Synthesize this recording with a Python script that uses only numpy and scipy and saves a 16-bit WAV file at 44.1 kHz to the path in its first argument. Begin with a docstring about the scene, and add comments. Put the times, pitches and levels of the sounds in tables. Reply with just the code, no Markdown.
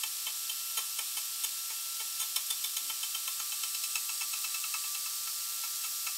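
"""An angle grinder with a narrow sanding-belt arm dabs rows of scallops into a wooden tray in a workshop.
From the start the fan rushes, the belt hisses and the drive whines. At each dab the contact wheel
chatters on the wood once a turn, the grit rasps, and the motor sags and picks up again. The dabs quicken,
the bench gives a faint scuff near 2.9 s, and the arm crosses the tray from left to right as the chirp
under the wheel falls in pitch. After 5 s the dabs thin out."""
import sys
import numpy as np
from scipy import signal
from scipy.fft import rfft, irfft, next_fast_len
from scipy.io import wavfile

SR = 44100
rng = np.random.default_rng(int(sys.argv[2]) if len(sys.argv) > 2 else 0)


def master(y):
    """Save y as 16-bit WAV."""
    cut = np.clip(np.atleast_2d(y).T, -1, 1)
    pcm = np.round(cut * 32767)  # scale
    wavfile.write(sys.argv[1], SR, pcm.astype(np.int16))


N = 272097
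TIME = np.arange(N) / SR
WHEEL_HZ, BEARING_HZ, SPINDLE_HZ = 450.3, 1196.4, 168.8   # at free speed
ATTACK_S, RELEASE_S = 0.0078, .013   # the wheel lands and lifts alike at every dab


def from_db(db):
    """Amplitude ratio of a level in decibels."""
    return 10 ** (np.asarray(db) / 20)

def rms_one(x):
    """Normalisation to rms 1."""
    return x / np.sqrt(np.mean(x ** 2) + 1e-20)

def in_time(rows):
    """Linear interpolation of each column of a curve at every sample."""
    times, *columns = np.transpose(rows)
    return [np.interp(TIME, times, column) for column in columns]

def drift(rate_hz):
    """Random fluctuation: noise low-passed at the given rate, rms 1."""
    hz = np.arange(N // 2 + 1) * SR / N
    return rms_one(irfft(rfft(rng.standard_normal(N)) / (1 + (hz / rate_hz) ** 4), N))

def noise(spectrum):
    """Stationary noise shaped to a spectral envelope, rms 1."""
    hz, db = np.transpose(spectrum)
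    size = next_fast_len(N)
    bins = np.maximum(np.arange(size // 2 + 1) * SR / size, 1)
    skirt = np.minimum(bins / hz[0], 1) ** 2
    colour = from_db(np.interp(np.log(bins), np.log(hz), db)) * skirt
    return rms_one(irfft(rfft(rng.standard_normal(size)) * colour, size)[:N])

def resonant_noise(hz, width_hz):
    """Narrow-band noise from two passes through one resonator, rms 1."""
    b, a = signal.iirpeak(hz, hz / width_hz, fs=SR)
    return rms_one(signal.lfilter(b, a, signal.lfilter(b, a, rng.standard_normal(N))))

def angle(hz):
    """Phase as the integral of frequency."""
    return 2 * np.pi * np.cumsum(hz) / SR

def tone(phase):
    """A sinusoid of rms 1."""
    return np.sqrt(2) * np.sin(phase)

def partials(turn, orders, levels_db, scatter_db):
    """Fourier synthesis: harmonics of the wheel's rotation with scattered levels and phases, rms 1."""
    gains = from_db(levels_db + scatter_db * rng.standard_normal(len(orders)))
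    phases = rng.uniform(0, 2 * np.pi, (len(orders), 1))
    return gains @ tone(np.outer(orders, turn) + phases) / np.linalg.norm(gains)

def at_place(rows, place):
    """Harmonic numbers and their levels, interpolated between the left and right ends of the tray."""
    orders, left_db, right_db = np.transpose(rows)
    return orders, left_db + (right_db - left_db) * place

def workshop(x, t60_s=0.28, tail_db=-10.5, echo_s=.022, echo_db=-17):
    """Reverberation: an exponential diffuse tail and one dull reflection off the wall behind the bench."""
    t = TIME[:SR // 2]
    tail = rng.standard_normal(len(t)) * from_db(-60 * t / t60_s) * (t > .005)
    diffuse = signal.fftconvolve(x, tail / np.linalg.norm(tail))[:N]
    dull = signal.sosfilt(signal.butter(2, 5000, fs=SR, output="sos"), x)
    echo = np.interp(TIME - echo_s, TIME, dull, left=0)
    return x + from_db(tail_db) * diffuse + from_db(echo_db) * echo

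# The scuff's envelope: time of the peak in seconds, half-width in seconds, peak level in dB.
SCUFF_ENVELOPE = (2.875, 0.057, -66)
# Modes of the bench. Each row: frequency in Hz, bandwidth in Hz, relative level in dB.
BENCH_MODES = [(275, 79, 0), (390, 140, -1.5), (540, 105, -2)]
def scuff():
    """Frictional excitation: a brief dull rub drives the low modes of the bench."""
    peak_s, half_width_s, level_db = SCUFF_ENVELOPE
    rub = rms_one(sum(from_db(db) * resonant_noise(hz, width) for hz, width, db in BENCH_MODES))
    return from_db(level_db) * np.exp(-((TIME - peak_s) / half_width_s) ** 2) * rub

# Spectrum of the fan's air. Each row: frequency in Hz, relative spectral density in dB.
FAN_SPECTRUM = [(30, -42), (60, -40), (90, -23), (125, -10), (200, -9), (330, -6), (480, -4), (700, -1.5),
                (950, 3.5), (1450, 3), (1750, 8), (2100, 1), (2700, 0.5), (5000, -21)]
def fan(level_db=-59):
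    """Flow noise: air from the fan makes a steady broadband rush."""
    return from_db(level_db) * noise(FAN_SPECTRUM)

# Course of the commutator's whistle. Each row: time in seconds, level in dB.
WHISTLE_LEVELS = [(0, -52), (.7, -51), (1.8, -60), (2.6, -52), (3.4, -55), (4.5, -71), (5.2, -62),
                  (5.45, -51), (6.17, -53)]
def commutator(speed, free_hz=11968, line_db=-0.5, airy_db=-8):
    """Frequency modulation: the whistle glides with the motor's speed inside a narrow band of hiss."""
    level_db, = in_time(WHISTLE_LEVELS)
    line = from_db(line_db + 1.5 * drift(25)) * tone(angle(free_hz * speed * (1 + 0.00021 * drift(40))))
    airy = from_db(airy_db) * resonant_noise(free_hz * speed.mean(), width_hz=320)
    return from_db(level_db) * (line + airy)

def drive(speed, place):
    """Rotational tones, locked to the motor: under load the wheel's hum fades and the bearing grows."""
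    percent_lost = 100 * (1 - speed)
    hum_db = -54.5 - 5 * percent_lost
    bearing_db = -71.5 + 4.5 * percent_lost + 7.5 * place   # louder with the arm on the right
    phase_per_hz = angle(speed * (1 + 0.00036 * drift(40)))
    hum = from_db(hum_db + 0.49 * drift(15)) * tone(3 * WHEEL_HZ * phase_per_hz)
    octave = from_db(hum_db - 2 + 1.8 * drift(25)) * tone(6 * WHEEL_HZ * phase_per_hz + 0.2 * drift(40))
    octave *= 1 + 0.32 * drift(90)   # roughness
    bearing = from_db(bearing_db + 1.5 * drift(18)) * tone(BEARING_HZ * phase_per_hz)
    spindle = from_db(-84.5 + 1.9 * drift(12)) * tone(SPINDLE_HZ * phase_per_hz)
    return hum + octave + bearing + spindle

# Belt hiss at either end of the tray. Each row: frequency in Hz, relative spectral density in dB.
LEFT_HISS_SPECTRUM = [(1500, -33), (2300, -10.5), (3000, -4.5), (4300, -1.5), (4900, -1.5), (5500, 0),
                      (6300, -3.5), (7200, -0.5), (8100, 1), (9300, -3), (11100, -4), (13000, -0.5),
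                      (14700, -9.5), (15800, -5.5)]
RIGHT_HISS_SPECTRUM = [(1500, -24.5), (2300, -12), (3000, -7.5), (4200, -1.5), (5000, -1), (5600, -1),
                       (6300, -2.5), (7200, -0.5), (8100, 0.5), (9300, -3.5), (11200, -5), (13100, -1.5),
                       (14700, -5), (15800, -7.5)]
# Modes of the guard and housing. Each row: frequency in Hz, bandwidth in Hz, level in dB re the hiss.
HOUSING_MODES = [(3140, 150, -28), (4436, 150, -26), (5310, 180, -25), (5644, 430, -16.5), (6850, 210, -27),
                 (8220, 400, -21), (9700, 220, -19), (10400, 520, -19), (11660, 180, -28),
                 (13100, 520, -21)]
# The arm's path. Each row: time in seconds, place from 0 (left) to 1 (right), belt sizzle in dB.
ARM_TRAVEL = [(0, 0.025, -57), (2.7, 0.13, -60), (3.3, 0.45, -50), (3.9, 0.75, -44.5), (4.4, 0.89, -46.5),
              (5.0, 1, -48), (6.17, 1, -72)]
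def belt(speed, place, left_db=-37.1, right_db=-36.5, mains_ripple_hz=240):
    """Broadband excitation: the belt's hiss rings the housing and shifts colour as the arm travels."""
    _, sizzle_db = in_time(ARM_TRAVEL)
    hiss_db = left_db + (right_db - left_db) * place
    hiss = np.sqrt(1 - place) * noise(LEFT_HISS_SPECTRUM) + np.sqrt(place) * noise(RIGHT_HISS_SPECTRUM)
    hiss += sum(from_db(db) * resonant_noise(hz, width) for hz, width, db in HOUSING_MODES)
    mains = tone(angle(np.full(N, mains_ripple_hz)))
    flutter_db = 0.52 * drift(200) + .12 * tone(angle(WHEEL_HZ * speed)) + .2 * mains
    sizzle = from_db(sizzle_db) * resonant_noise(8100, width_hz=900)
    return (from_db(hiss_db) * hiss + sizzle) * from_db(flutter_db)

# Modes of the tray. Each row: frequency in Hz, bandwidth in Hz, relative dB at the left, at the right.
TRAY_MODES = [(240, 340, -14.5, -20.5), (439, 110, -15.5, -17), (628, 86, -9.5, -22.5),
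              (876, 220, 0.5, -2.5), (1053, 163, 1, -1), (1295.5, 53, -4, 6.5), (1790, 510, 1, -2),
              (2240, 125, 4.5, -0.5), (2447, 140, 2.5, 3.5)]
def tray_scrub(place):
    """Modal superposition: grit excites the wood's modes in a mix set by the point of contact; rms 1."""
    gains = np.array([from_db(left + (right - left) * place) for _, _, left, right in TRAY_MODES])
    rings = np.array([resonant_noise(hz, width) for hz, width, *_ in TRAY_MODES])
    return np.sum(gains * rings, axis=0) / np.linalg.norm(gains, axis=0)

# Low partials of the chatter. Each row: harmonic number, relative dB at the left, at the right.
KNOCK_HARMONICS = [(1, -12.5, -22), (2, -2, -7.5), (3, 2.5, 8.5), (4, -5, -8), (5, -2, 4)]
def wood_knock(turn, place, scrub):
    """Forced vibration: the wood follows the wheel's low harmonics, over the scrub of its own modes."""
    chatter = partials(turn, *at_place(KNOCK_HARMONICS, place), scatter_db=0.5)
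    return from_db(-1.5) * chatter + from_db(-2) * scrub

# The resonance under the wheel. Each row: time in seconds, centre frequency in Hz.
CHIRP_RESONANCE = [(0, 3070), (1.2, 3100), (1.43, 3350), (2.35, 3380), (2.7, 3580), (2.9, 3130),
                   (3.6, 2930), (3.95, 2644), (6.17, 2645)]
def chirp(turn, start_s, half_width_hz=330):
    """Resonance: of the wheel's harmonics 6 to 9, those nearest the centre frequency are favoured."""
    centre_hz = np.interp(start_s, *np.transpose(CHIRP_RESONANCE))
    orders = np.arange(6, 10)
    response_db = -20 * np.log10(1 + ((orders * WHEEL_HZ - centre_hz) / half_width_hz) ** 2)
    return partials(turn, orders, response_db, scatter_db=1.5)

# Upper partials of the chatter. Each row: harmonic number, relative dB at the left, at the right.
RASP_HARMONICS = [(9, -5, 2), (12, -3, 6), (13, -25, -9), (15, 0.5, 4.5), (18, -4, -4), (20, 4.5, -19),
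                  (21, 3.5, -16), (25, -1, -34), (26, -5, -25), (27, 1, -24), (29, 1, -14), (33, -1, -4)]
def rasp(turn, place, grit, squeak_order=15, squeak_db=-9):
    """Amplitude modulation: grit noise pulses once a turn amid high harmonics, one of which squeaks."""
    overtones = partials(turn, *at_place(RASP_HARMONICS, place), scatter_db=4)
    pulsing_grit = from_db(-1.5) * grit * (1 + .5 * np.cos(turn))
    squeak = from_db(squeak_db) * tone(squeak_order * turn + rng.uniform(0, 2 * np.pi))
    return overtones + pulsing_grit + squeak

def pressure(t, contact_s, release_s):
    """Contact envelope: the wheel lands softly, then lifts with exponential decay after `contact_s`."""
    landing = np.sin(np.pi / 2 * np.clip(t / ATTACK_S, 0, 1)) ** 2
    return landing * np.exp(-np.maximum(t - contact_s, 0) / release_s)

# Spectrum of grit on wood. Each row: frequency in Hz, relative spectral density in dB.
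GRIT_SPECTRUM = [(1200, -29), (3000, 3.5), (4500, -1), (6600, 6), (7400, -1), (9200, 3), (10200, 2),
                 (11700, 4.5), (14000, -6), (15800, -3.5)]
# Dabs of the wheel. Each row: start in seconds, contact in seconds, push in dB, chirp in dB, rasp in dB.
WHEEL_DABS = [(.030, .011, -42.5, -33.5, -36.5), (.261, 0.018, -46, -36, -40), (.491, 0.011, -49, -33, -37),
              (.767, .026, -42, -36.5, -33), (.983, 0.013, -41, -35.5, -34), (1.164, .021, -47, -41.5, -37),
              (1.432, 0.019, -47.5, -40.5, -33), (1.694, 0.013, -47, -47, -42),
              (1.992, 0.024, -47.5, -43, -41), (2.195, 0.037, -47.5, -41, -33),
              (2.357, 0.0119, -42, -35, -30), (2.499, 0.013, -44.5, -33.5, -31),
              (2.638, 0.0098, -46.5, -31, -30.5), (2.763, .011, -47, -37.5, -33),
              (2.894, 0.0082, -42, -33.5, -37), (3.027, 0.01, -46.5, -33.5, -37),
              (3.142, 0.013, -46, -36.5, -38.5), (3.272, 0.0087, -43, -36, -35),
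              (3.395, 0.0063, -41, -35, -35), (3.518, 0.0064, -44.5, -34.5, -38),
              (3.63, 0.0098, -45, -36, -33), (3.744, 0.0075, -49.5, -39.5, -33),
              (3.833, .01, -51, -40.5, -31), (3.951, 0.0094, -42, -33, -32.5),
              (4.089, .008, -45, -33.5, -36.5), (4.206, 0.0146, -43.5, -38, -37.5),
              (4.330, 0.0092, -44, -37, -37.5), (4.438, .011, -45, -38, -37),
              (4.539, 0.013, -44, -38, -37.5), (4.638, 0.0044, -41.5, -30, -33.5),
              (4.737, .005, -37.5, -33, -35.5), (4.837, .005, -45.5, -40, -47),
              (4.945, 0.013, -49.5, -44.5, -40), (5.056, 0.0054, -48, -38, -42),
              (5.269, 0.0088, -45, -44.5, -43), (5.632, 0.012, -43.5, -44, -43),
              (5.835, 0.019, -48, -42.5, -40), (6.064, .01, -38.5, -38, -37.5)]
def dabs(speed, place, slip=0.0051, jitter=0.0072, roughness_db=2.2, bite_fade_s=0.057):
    """Periodic contact: the wheel chatters on the wood once a turn, making a knock, a chirp and a rasp."""
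    out = np.zeros(N)
    scrub, grit = tray_scrub(place), noise(GRIT_SPECTRUM)
    shake, grip = drift(290), drift(140)
    for start_s, contact_s, push_db, chirp_db, rasp_db in WHEEL_DABS:
        span = slice(max(int((start_s - .001) * SR), 0), int((start_s + .15) * SR))
        t, where = TIME[span] - TIME[span.start], place[span.start]
        lag_s = 0.0017 * (1 - where)   # on the left the grit bites before the wood rings
        uneven_grip = from_db(roughness_db * grip[span])
        # the rasp starts first, the chirp dies away first, the knock swells last and lingers longest
        bite = uneven_grip * pressure(t, contact_s, 0.76 * RELEASE_S) * np.exp(-t / bite_fade_s)
        press = uneven_grip * pressure(t - lag_s, contact_s - lag_s, 0.52 * RELEASE_S)
        swell = pressure(t - lag_s - 0.0014, contact_s - lag_s, RELEASE_S)
        # the belt slips a little under load
        turn = angle(WHEEL_HZ * speed[span] * (1 - slip * press + jitter * shake[span]))
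        out[span] += swell * from_db(push_db) * wood_knock(turn, where, scrub[span])
        out[span] += press * from_db(chirp_db) * chirp(turn, start_s)
        out[span] += bite * from_db(rasp_db) * rasp(turn, where, grit[span])
    return out

def motor_speed(brake_per_s=.34, usual_push_db=-44, start_sag=.016, recovery_s=.25):
    """Impulse and relaxation: each dab brakes by push times duration; speed then recovers towards 1."""
    sag = start_sag * np.exp(-TIME / recovery_s)
    for start_s, contact_s, push_db, *_ in WHEEL_DABS:
        t = np.maximum(TIME - start_s, 0)
        impulse = from_db(push_db - usual_push_db) * np.minimum(t, contact_s + RELEASE_S)
        sag += brake_per_s * impulse * np.exp(-t / recovery_s)
    return 1 - sag

def scene():
    """Superposition of bench, tool and wood at one microphone, the same in both channels."""
    speed = motor_speed()
    place, _ = in_time(ARM_TRAVEL)
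    tool = drive(speed, place) + commutator(speed) + belt(speed, place) + fan()
    mono = tool + workshop(dabs(speed, place)) + scuff()
    return np.array([mono, mono])

def record(dry, bass_hz=45, cutoff_hz=15700):
    """Band limiting: the small microphone loses the deep bass, and the top is cut steeply."""
    thin = signal.sosfilt(signal.butter(2, bass_hz, "high", fs=SR, output="sos"), dry)
    return signal.sosfilt(signal.ellip(12, .1, 80, cutoff_hz, fs=SR, output="sos"), thin)


dry = scene()
out = record(dry)
master(out)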